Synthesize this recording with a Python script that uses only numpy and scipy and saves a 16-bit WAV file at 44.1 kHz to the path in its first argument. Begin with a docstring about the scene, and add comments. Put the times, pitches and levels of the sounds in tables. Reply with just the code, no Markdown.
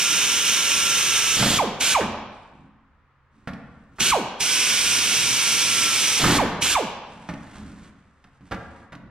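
"""Air drill through sheet steel

An air drill bores two holes in a clamped steel sheet in a reverberant workshop, with short blips to
clear the bit. Exhaust air hisses over the vane motor's whine, the bit chatters as it breaks through,
and each release of the trigger whoops down as the vanes coast. Between and after the holes the tool
knocks on the work and the air hose drags over the sheet."""
import sys
import numpy as np
from scipy import signal
from scipy.fft import rfft, irfft, next_fast_len
from scipy.io import wavfile
from scipy.ndimage import map_coordinates

SR = 44100
rng = np.random.default_rng(int(sys.argv[2]) if len(sys.argv) > 2 else 0)


def unload_audio(sound):
    """Save the sound as a 16-bit wav file, at the path given as the first command line argument."""
    columns = np.transpose(np.atleast_2d(sound))
    # keep every value between -1 and 1, then stretch to whole-number steps
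    steps = np.round(np.clip(columns, -1, 1) * 32767)
    wavfile.write(sys.argv[1], SR, steps.astype(np.int16))


N = 401310

# trigger pulls: (open [s], close [s], air trim [dB], whoop trim [dB], valve thump [dB],
# pose [row of JET_LOBES], starting kick trim [dB])
TRIGGER_PULLS = [(-.5, 1.58, 0.5, 4.5, -42, 0, 0), (1.805, 1.937, 1, 5.5, -35, 2, -4),
                 (4.002, 4.109, 1, 5.5, -33, 2, 4), (4.403, 6.378, -0.5, 4, -41, 1, -5),
                 (6.618, 6.74, 0, 4, -33, 2, -1)]
# colour of the exhaust hiss: (frequency [Hz], level [dB])
EXHAUST_SPECTRUM = [(25, -23), (70, -18), (220, -12.5), (450, -13), (720, -19.5), (1000, -12), (1950, -8.5),
                    (2350, 0), (3200, 0.5), (4400, -5), (7500, -5.5), (12000, -14.5), (14000, -21.5),
                    (15700, -33.5)]
# lobes of the jet, a row per pose of the drill (first hole, second hole, lifted, plunged through):
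# (centre [Hz], width [Hz], gain [dB])
JET_LOBES = [
    [(1400, 180, 1.5), (1640, 56, 5), (3000, 190, 1.5), (3680, 110, 3), (4680, 910, -3.5), (5510, 190, 7.5),
     (6200, 460, 7), (7700, 300, -2), (8950, 680, 3), (10440, 470, -5.5), (10800, 130, 2)],
    [(1600, 71, 3), (2200, 270, 2.5), (4850, 300, 1), (5490, 300, 6.5), (6140, 304, 6.5), (7400, 350, 1),
     (7770, 97, 2.5), (8670, 410, 6), (9550, 150, -1.5), (10400, 330, 3)],
    [(1580, 150, 7), (2980, 94, 0), (4850, 200, -2.5), (6840, 2170, 3.5), (7720, 220, -0.5),
     (8800, 400, -0.5), (10500, 500, 0.5)],
    [(2490, 250, -5.5), (3520, 400, 1), (4440, 320, 2), (5840, 460, 1.5), (7300, 460, 3), (9800, 900, -1.5)],
]
# the broad plume of air against the jet: (frequency [Hz], gain [dB])
PLUME_EQ = [(500, -14.5), (2500, -14.5), (6000, -11.5), (13000, -7.5)]
# colour the motor housing gives the coasting vanes: (frequency [Hz], gain [dB])
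HOUSING_EQ = [(60, -48.5), (140, -25.5), (225, -13), (320, -17), (480, -7.5), (650, -6.5), (930, -1),
              (1150, -1.5), (1350, -9), (1850, -8.5), (2350, 7.5), (2650, -15.5), (6000, -25.5)]
# holes: (bit bites [s], lips catch [s], breakthrough [s], speed lost to the feed [Hz], sag [Hz/s],
# quiet cut [dB], judder [dB], scrape [dB], easing of the chatter [dB/s])
DRILLED_HOLES = [(-1, 1.364, 1.426, 121, 23, -61.5, -20.5, -23.5, 80.5),
                 (4.5, 6.192, 6.241, 96, 61, -45, -19, -20.5, 26.5)]
# short knocks of the tool on the work, plus the rotor's brief starting blip at 3.98 s:
# (time [s], sheet boom [dB], clank [dB], tick [dB], drill ring [dB],
# seating blow trim [dB], rebound delay [s], rebound trim [dB])
KNOCK_CUES = [(2.008, -24, -22.5, -49.5, -48, -12, .03, -1), (3.473, -27.5, -29, -41, -61, -6, .061, -2),
              (3.984, -43.5, -32.5, -65.5, -61, -19, .02, -20),
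              (7.288, -27, -31, -40.5, -39.5, -4, .049, -1.5),
              (8.241, -50, -50.5, -52, -74.5, -19, .03, -17), (8.408, -42, -58, -66, -70, -6, .04, -15),
              (8.511, -33, -30, -46, -55, 5, .033, 4.5), (8.921, -40, -40, -48.5, -63, 0.5, .03, 3)]
# make-up of a blow: (sheet boom [dB], clank [dB], tick [dB], drill ring [dB])
START_KICK = (-27.5, -35, -24, -17)
BREAKTHROUGH_SNAP = (-1, 3.5, -21.5, -17.5)  # relative to the hole's scrape
REBOUND_MIX = (-2.5, -17, 2.5, -7)  # relative to the first touch
# modes of the sheet, and of the chuck and drill body: (frequency [Hz], level [dB], t60 [s])
SHEET_MODES = [(42, -13.5, 0.25), (74.4, -7, 0.41), (98, -8, .15), (125.2, 1, 0.22), (144, -4.5, 0.2),
               (168, 2.5, 0.18), (187.3, -8, 0.5), (215.6, 3.5, 0.17), (243, -9.5, 0.57), (277.1, 3, 0.14),
               (342, -1, 0.053)]
DRILL_MODES = [(2320, -5, 0.033), (2470, 1.5, 0.033), (2890, -7, 0.084), (4200, -21, .06),
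               (5800, -2, 0.044)]
# hose and sleeve sliding over the sheet: (start [s], length [s], rumble [dB], swish [dB])
HOSE_SLIDES = [(2.277, 0.194, -66, -63.5), (2.5, 0.15, -52.5, -72.5), (3.3, .68, -61, -71.5),
               (7.04, 0.84, -51.5, -55), (7.5, .07, -51, -52), (7.578, 0.089, -43.5, -68),
               (7.95, .42, -75, -70.5), (8.399, 0.43, -58, -62), (8.975, .1, -48.5, -81)]
# colours of the cut, the blows, the hose and the room tone: (frequency [Hz], level [dB])
SCRAPE_SPECTRUM = [(100, -10), (400, 6), (1000, 3), (1650, 6), (2300, 1), (4000, -10), (7500, -21),
                   (14000, -33.5)]
CLANK_SPECTRUM = [(100, 0), (380, -3.5), (550, 0.5), (900, -1), (1400, 0.5), (1900, -2.5), (2700, -12.5),
                  (5000, -21.5), (15000, -43)]
TICK_SPECTRUM = [(500, -29.5), (2000, 7.5), (3500, 3.5), (6000, -4), (10000, -15.5), (15000, -31)]
SWISH_SPECTRUM = [(200, 1), (700, 0), (1500, 3), (3000, -4), (5000, -9), (8000, -9), (11000, -22),
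                  (15000, -42)]
ROOM_TONE_SPECTRUM = [(12, -40.5), (20, -11.5), (92, -6.5), (108, -21), (139, -5.5), (151, -23),
                      (256, -25.5), (302, -28), (433, -27.5), (511, -25), (693, -31), (1110, -18.5),
                      (1880, -26.5), (4080, -45), (15000, -70)]
# the drill's stereo balance: (frequency [Hz], left minus right [dB])
PAN_BALANCE = [(100, -.5), (280, -2.2), (800, -5), (2000, 0), (4200, -1.5), (6400, -4.5), (9800, -11),
               (15000, -8)]
# the drill's stereo timing: (frequency [Hz], lead of the left side [rad])
PAN_PHASE = [(100, 0), (2800, -.15), (5200, -1.3), (7800, -2.3), (8800, -1.2), (13000, -2.3)]
# width of the diffuse sound: (frequency [Hz], left-right correlation [0 to 1])
COHERENCE = [(40, .88), (200, .96), (1400, .84), (3000, .5), (6000, 0)]
# decay of the workshop: (frequency [Hz], t60 [s])
REVERB_T60 = [(100, 1.1), (300, 0.94), (900, 1.25), (2500, 1.09), (5000, 0.85), (8000, 0.41), (14000, .36)]
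# colour of its reverb: (frequency [Hz], gain [dB])
REVERB_EQ = [(100, -2.5), (900, 0), (2700, -5.5), (6000, -9.5), (14000, -6.5)]

FREE_HZ = 1534  # vane rate with no load
PORT_HZ, PORT_WIDTH_HZ = 1363, 35  # resonance of the exhaust port
SETTLE_S, RELIEF_S = .2, .2  # the load builds after the bite and lets go once the bit is through
GRAB_HZ, GRAB_S = 89.4, .14  # extra drag as the last skin of steel gives way
SEAT_S = .007  # the tip touches first, then the tool's weight follows
TOP_HZ = 15750


def exhaust(vane_hz, judder, air_db=-22.5, vanes_per_turn=41, plunge_db=-36):
    """Hiss puffs with each vane and sways with each chuck turn; rows: the jet, two sides of its plume."""
    air = noise(EXHAUST_SPECTRUM, (3, N))
    poses = [filtered(air, lambda hz: jet_colour(lobes, hz)) for lobes in JET_LOBES]
    # as the bit breaks through, the drill drops toward the sheet and the jet changes colour
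    plunge = 1 - np.exp(-(judder / amp(plunge_db)) ** 2)
    hiss = sum(amp(db) * valve(on, off) * ((1 - plunge) * poses[round(pose)] + plunge * poses[-1])
               for on, off, db, _, _, pose, _ in TRIGGER_PULLS)
    phase = 2 * np.pi * np.cumsum(vane_hz) / SR
    puffs = 1 + 0.16 * np.cos(phase)
    sway_db = 0.13 * np.sin(phase / vanes_per_turn) + 0.48 * wobble(21) + .5 * wobble(130)
    return hiss * puffs * amp(air_db + sway_db)


def jet_colour(lobes, hz):
    """The jet's lobes in one pose, as a gain curve of bell-shaped peaks and dips."""
    return amp(sum(db * np.exp(-.5 * ((hz - centre) / width) ** 2) for centre, width, db in lobes))


def valve(on, off, opening_s=0.0029, closing_s=0.0074, leak=0.0056, lead_s=0.044):
    """Air flow of one pull: a brief leak, a quick rise, then the chamber empties."""
    t = np.arange(N) / SR
    step = lambda s: .5 + .5 * np.tanh((t - s) / (2 * opening_s))
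    return (leak * step(on - lead_s) + (1 - leak) * step(on)) * decay(t - off, closing_s)


def motor_whine(vane_hz, judder, tone_db=-36, overtone_db=-7, choke_db=-33, port_db=2.0):
    """A thin wavering tone swells as the load pulls it onto the port's resonance; chatter chokes it."""
    flow = sum(valve(on, off) for on, off, *_ in TRIGGER_PULLS)
    at_speed = np.minimum(vane_hz / (.88 * FREE_HZ), 1) ** 6
    resonance_db = port_db / (1 + ((vane_hz - PORT_HZ) / PORT_WIDTH_HZ) ** 2)
    waver_db = .7 * wobble(4) + .6 * wobble(30)
    phase = 2 * np.pi * np.cumsum(vane_hz) / SR
    tone = np.sin(phase) + amp(overtone_db) * np.sin(2 * phase)
    choke = 1 + judder / amp(choke_db)
    return flow * at_speed * tone * amp(tone_db + resonance_db + waver_db) / choke


def rotor_runs(spin_up_s=.022, coast_s=.055, flutter=0.00096):
    """Vane rate in Hz for each pull: it races up under air, slows under load, runs down by friction."""
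    t = np.arange(N) / SR
    driven_hz = (FREE_HZ - load_hz()) * (1 + flutter * wobble(45))
    runs = []
    for on, off, *_ in TRIGGER_PULLS:
        held_hz = np.interp(np.minimum(t, off), t, driven_hz)
        runs.append(held_hz * (1 - decay(t - on, spin_up_s)) * decay(t - off, coast_s))
    return runs


def load_hz():
    """Speed lost to the work: the feed settles, the cut deepens, the bit grabs and is through."""
    t, lost = np.arange(N) / SR, np.zeros(N)
    for bite, _, through, feed_hz, sag, *_ in DRILLED_HOLES:
        cut_s = np.clip(t, bite, through) - bite
        grab = GRAB_HZ * decay(through - t, GRAB_S)
        drag = feed_hz * (1 - decay(cut_s, SETTLE_S)) + sag * cut_s + grab
        stop = min(off for _, off, *_ in TRIGGER_PULLS if off > through)
        lost += drag * decay(t - through, RELIEF_S) * (t < stop + .1)
    return lost


def coasting_whoop(runs, coast_db=-17, overtone_db=-12, thump_hz=62, thump_s=0.013):
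    """The valve shuts with a soft thump and the free vanes pump like a falling siren."""
    out, t = np.zeros(N), np.arange(N) / SR
    for run_hz, (_, off, _, whoop_db, thump_db, *_) in zip(runs, TRIGGER_PULLS):
        after = (t > off) & (t < off + .4)
        age, hz = t[after] - off, run_hz[after]
        phase = 2 * np.pi * np.cumsum(hz) / SR
        fundamental = amp(along(HOUSING_EQ, hz)) * np.sin(phase)
        # the overtone needs speed: it is gone long before the fundamental
        overtone = amp(overtone_db + along(HOUSING_EQ, 2 * hz)) * (hz / 1150) ** 3 * np.sin(2 * phase)
        siren = (fundamental + overtone) * (1 - decay(age, 0.0075)) * hz / (hz + 30)
        thump = (age / thump_s) ** 2 * np.exp(2 - 2 * age / thump_s) * np.sin(2 * np.pi * thump_hz * age)
        out[after] += amp(coast_db + whoop_db) * siren + amp(thump_db) * thump
    return out


def cutting_gains(vane_hz, build_db=11, engage_s=0.44, catch_s=.006):
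    """A quiet cut, then judder and scrape build to the breakthrough, ease and stop with the rotor."""
    t = np.arange(N) / SR
    judder, scrape = np.zeros((2, N))
    for bite, catch, through, _, _, cut_db, judder_db, scrape_db, easing in DRILLED_HOLES:
        cut = amp(cut_db) * ramp(t - bite, engage_s) * (t < through)
        swell_db = -build_db * ramp(through - t, through - catch) - easing * np.maximum(t - through, 0)
        withdrawn = min(on for on, *_ in TRIGGER_PULLS if on > through)
        caught = amp(swell_db) * ramp(t - catch, catch_s) * (t < withdrawn)
        judder += cut + amp(judder_db) * caught
        scrape += cut + amp(scrape_db) * caught
    return judder * vane_hz / FREE_HZ, scrape * np.sqrt(vane_hz / FREE_HZ)


def bit_chatter(judder, scrape, slip_hz=115, scatter=.12, boom_db=-2, scrape_db=-2, grit_s=0.02):
    """The cutting lips stick and slip: each slip kicks the sheet and tears a burr."""
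    slip_count = np.floor(np.cumsum(slip_hz * (1 + scatter * wobble(60))) / SR)
    slips = np.diff(slip_count, prepend=0) * amp(2 * rng.standard_normal(N))
    boom = amp(boom_db) * judder * sheet_drone(slips)
    tearing = unit(signal.lfilter([1], [1, -np.exp(-1 / (grit_s * SR))], slips))
    return boom + amp(scrape_db) * scrape * tearing * noise(SCRAPE_SPECTRUM, N)


def knocks(clank_t60=0.12, tick_t60=0.034, contact_s=0.00062):
    """Each blow booms in the sheet, clanks in its dense upper modes, ticks and rings the drill."""
    out, t = np.zeros(N), np.arange(SR // 2) / SR
    for s, (boom_db, clank_db, tick_db, ring_db) in blows():
        clank = amp(clank_db - 60 * t / clank_t60) * noise(CLANK_SPECTRUM, len(t))
        tick = amp(tick_db - 60 * t / tick_t60) * noise(TICK_SPECTRUM, len(t))
        ring = sum(mode(t, hz, ring_db + db + rng.normal(0, 1.1), t60) for hz, db, t60 in DRILL_MODES)
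        boom = amp(boom_db - 11) * sheet_ring()
        add(out, s, (boom + clank + tick + ring) * (1 - decay(t, contact_s)))
    return out


def blows():
    """Cues (time [s], four levels [dB]): motor kicks, snaps, and knocks that hit, seat and rebound."""
    cues = [(on + .003, np.add(START_KICK, kick_db)) for on, *_, kick_db in TRIGGER_PULLS if on > 0]
    for _, _, through, *_, scrape_db, _ in DRILLED_HOLES:
        cues.append((through, np.add(BREAKTHROUGH_SNAP, scrape_db)))
    for s, *levels, seat_db, rebound_s, rebound_db in KNOCK_CUES:
        cues += [(s, levels),
                 (s + SEAT_S, np.add(levels, seat_db)),
                 (s + rebound_s, np.add(levels, REBOUND_MIX) + rebound_db)]
    return cues


def sheet_ring():
    """The sheet's answer to one blow; the modes' strengths depend on the spot."""
    t = np.arange(SR // 2) / SR
    ring = sum(mode(t, hz, db + rng.normal(0, 3.6), t60) * rng.choice([-1, 1])
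               for hz, db, t60 in SHEET_MODES)
    return ring / np.std(ring[:SR // 20])


def sheet_drone(force, spots=12):
    """The sheet under a running force, at rms 1: successive pushes land on different spots."""
    spot = rng.integers(spots, size=N)
    return unit(sum(signal.oaconvolve(force * (spot == k), sheet_ring())[:N] for k in range(spots)))


def sheet_shudder(shudder_db=-14, swell_s=0.039):
    """After each knock cue the sheet goes on trembling on its supports."""
    t, envelope = np.arange(N) / SR, np.zeros(N)
    for s, boom_db, *_ in KNOCK_CUES:
        age = np.maximum(t - s, 0) / swell_s
        envelope += amp(boom_db + shudder_db) * age * np.exp(1 - age)
    return envelope * sheet_drone(rng.standard_normal(N))


def hose_drag(snag_db=2.5, attack_s=.05, release_s=0.034):
    """Each slide swells, holds and dies; uneven rubbing swishes, snags and sets the sheet rumbling."""
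    t = np.arange(N) / SR
    rumble, swish = np.zeros((2, N))
    for s, length, rumble_db, swish_db in HOSE_SLIDES:
        stroke = ramp(t - s, attack_s) * decay(t - s - length, release_s)
        rumble += amp(rumble_db) * stroke
        swish += amp(swish_db) * stroke
    rubbing = unit(amp(1.4 * wobble(30) + snag_db * wobble(250)) * noise(SWISH_SPECTRUM, N))
    return rumble * amp(1.3 * wobble(25)) * sheet_drone(rng.standard_normal(N)) + swish * rubbing


def workshop_reverb(x, build_up_s=0.004, steps=36):
    """A tail that dies faster in the treble and shifts as the worker moves."""
    hz, t, spectra = signal.stft(rng.standard_normal((steps + 1, 2, SR)), SR, nperseg=256)
    fade = amp(-60 * t / along(REVERB_T60, hz)[:, None]) * (1 - decay(t, build_up_s))
    energy = np.sum(fade ** 2, axis=1, keepdims=True) * t[1] * SR
    fade *= amp(along(REVERB_EQ, hz))[:, None] / np.sqrt(energy)
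    tails = signal.istft(spectra * fade, SR, nperseg=256)[1]
    hop = N // steps + 1
    padded = np.pad(x, (hop, 2 * hop))
    crossfade = np.sin(np.pi * np.arange(2 * hop) / (2 * hop))
    out = np.zeros((2, 2 * N))
    for k, tail in enumerate(tails):
        stretch = padded[k * hop:][:2 * hop] * crossfade
        wet = signal.fftconvolve(stretch[None], tail, axes=1)
        out[:, k * hop:k * hop + wet.shape[1]] += wet
    return diffuse(out[:, hop:hop + N])


def room_tone(level_db=-61):
    """The workshop's faint low rumble, drifting in level."""
    return amp(level_db + wobble(2.7)) * diffuse(noise(ROOM_TONE_SPECTRUM, (2, N)))


def pan_right(x):
    """The work lies a little to the right: the left side hears it later and duller."""
    def response(hz):
        left = amp(along(PAN_BALANCE, hz) / 2) * np.exp(.5j * along(PAN_PHASE, hz))
        return np.array([left, 1 / left]) / np.sqrt(np.cosh(2 * np.log(abs(left))))  # constant power
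    return filtered(x, response)


def diffuse(pair):
    """Two unrelated signals become a field that is narrow in the bass and wide in the treble."""
    angle = lambda hz: np.arccos(np.clip(along(COHERENCE, hz), -1, 1)) / 2
    mid, side = filtered(pair, lambda hz: np.array([np.cos(angle(hz)), np.sin(angle(hz))]))
    return np.array([mid + side, mid - side])


def amp(db):
    """Decibels to gain."""
    return 10 ** (np.asarray(db) / 20)


def unit(x):
    """Scale to rms 1."""
    return x / np.sqrt(np.mean(x ** 2) + 1e-20)


def ramp(age, rise_s):
    """A linear fade from 0 to 1."""
    return np.clip(age / rise_s, 0, 1)


def decay(age, tau_s):
    """Holds at 1 until age 0, then dies exponentially."""
    return np.exp(-np.maximum(age, 0) / tau_s)


def mode(t, hz, db, t60):
    """One ringing, dying sine."""
    return amp(db - 60 * t / t60) * np.sin(2 * np.pi * hz * t)


def along(points, hz):
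    """Read (frequency [Hz], value) points on a log axis."""
    knots_hz, values = np.transpose(points)
    return np.interp(np.log(hz + 1), np.log(knots_hz + 1), values)


def wobble(rate):
    """A smooth random curve, rate knots a second."""
    return map_coordinates(rng.standard_normal(int(N * rate / SR) + 4), [np.arange(N) * rate / SR])


def filtered(x, response):
    """Shape x with a frequency response."""
    n = x.shape[-1]
    size = next_fast_len(n + SR // 4)
    return irfft(rfft(x, size) * response(np.fft.rfftfreq(size, 1 / SR)), size)[..., :n]


def noise(spectrum, size):
    """Coloured noise of rms 1."""
    return unit(filtered(rng.standard_normal(size), lambda hz: amp(along(spectrum, hz))))


def add(track, s, sound):
    """Mix a sound in at s seconds."""
    part = track[round(s * SR):][:len(sound)]
    part += sound[:len(part)]


def scene(whine_send_db=-7, whoop_send_db=-5, wall_s=.025, wall_db=-13):
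    """Drill, sheet and hose in the workshop, over a bed of room tone."""
    runs = rotor_runs()
    vane_hz = sum(runs)
    judder, scrape = cutting_gains(vane_hz)
    air = exhaust(vane_hz, judder)
    plume = diffuse(filtered(air[1:], lambda hz: amp(along(PLUME_EQ, hz))))
    work = air[0] + bit_chatter(judder, scrape) + knocks() + sheet_shudder() + hose_drag()
    whine, whoop = motor_whine(vane_hz, judder), coasting_whoop(runs)
    # the fast fall in pitch lets one wall echo stand clear of the whoop
    slap = amp(wall_db) * np.pad(whoop, (round(wall_s * SR), 0))[:N]
    reverb = workshop_reverb(work + amp(whine_send_db) * whine + amp(whoop_send_db) * whoop)
    return pan_right(work + whine + whoop + slap) + plume + reverb + room_tone()


def record(dry):
    """A brick-wall low-pass takes off the very top."""
    return filtered(dry, lambda hz: hz < TOP_HZ)


dry = scene()
out = record(dry)
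unload_audio(out)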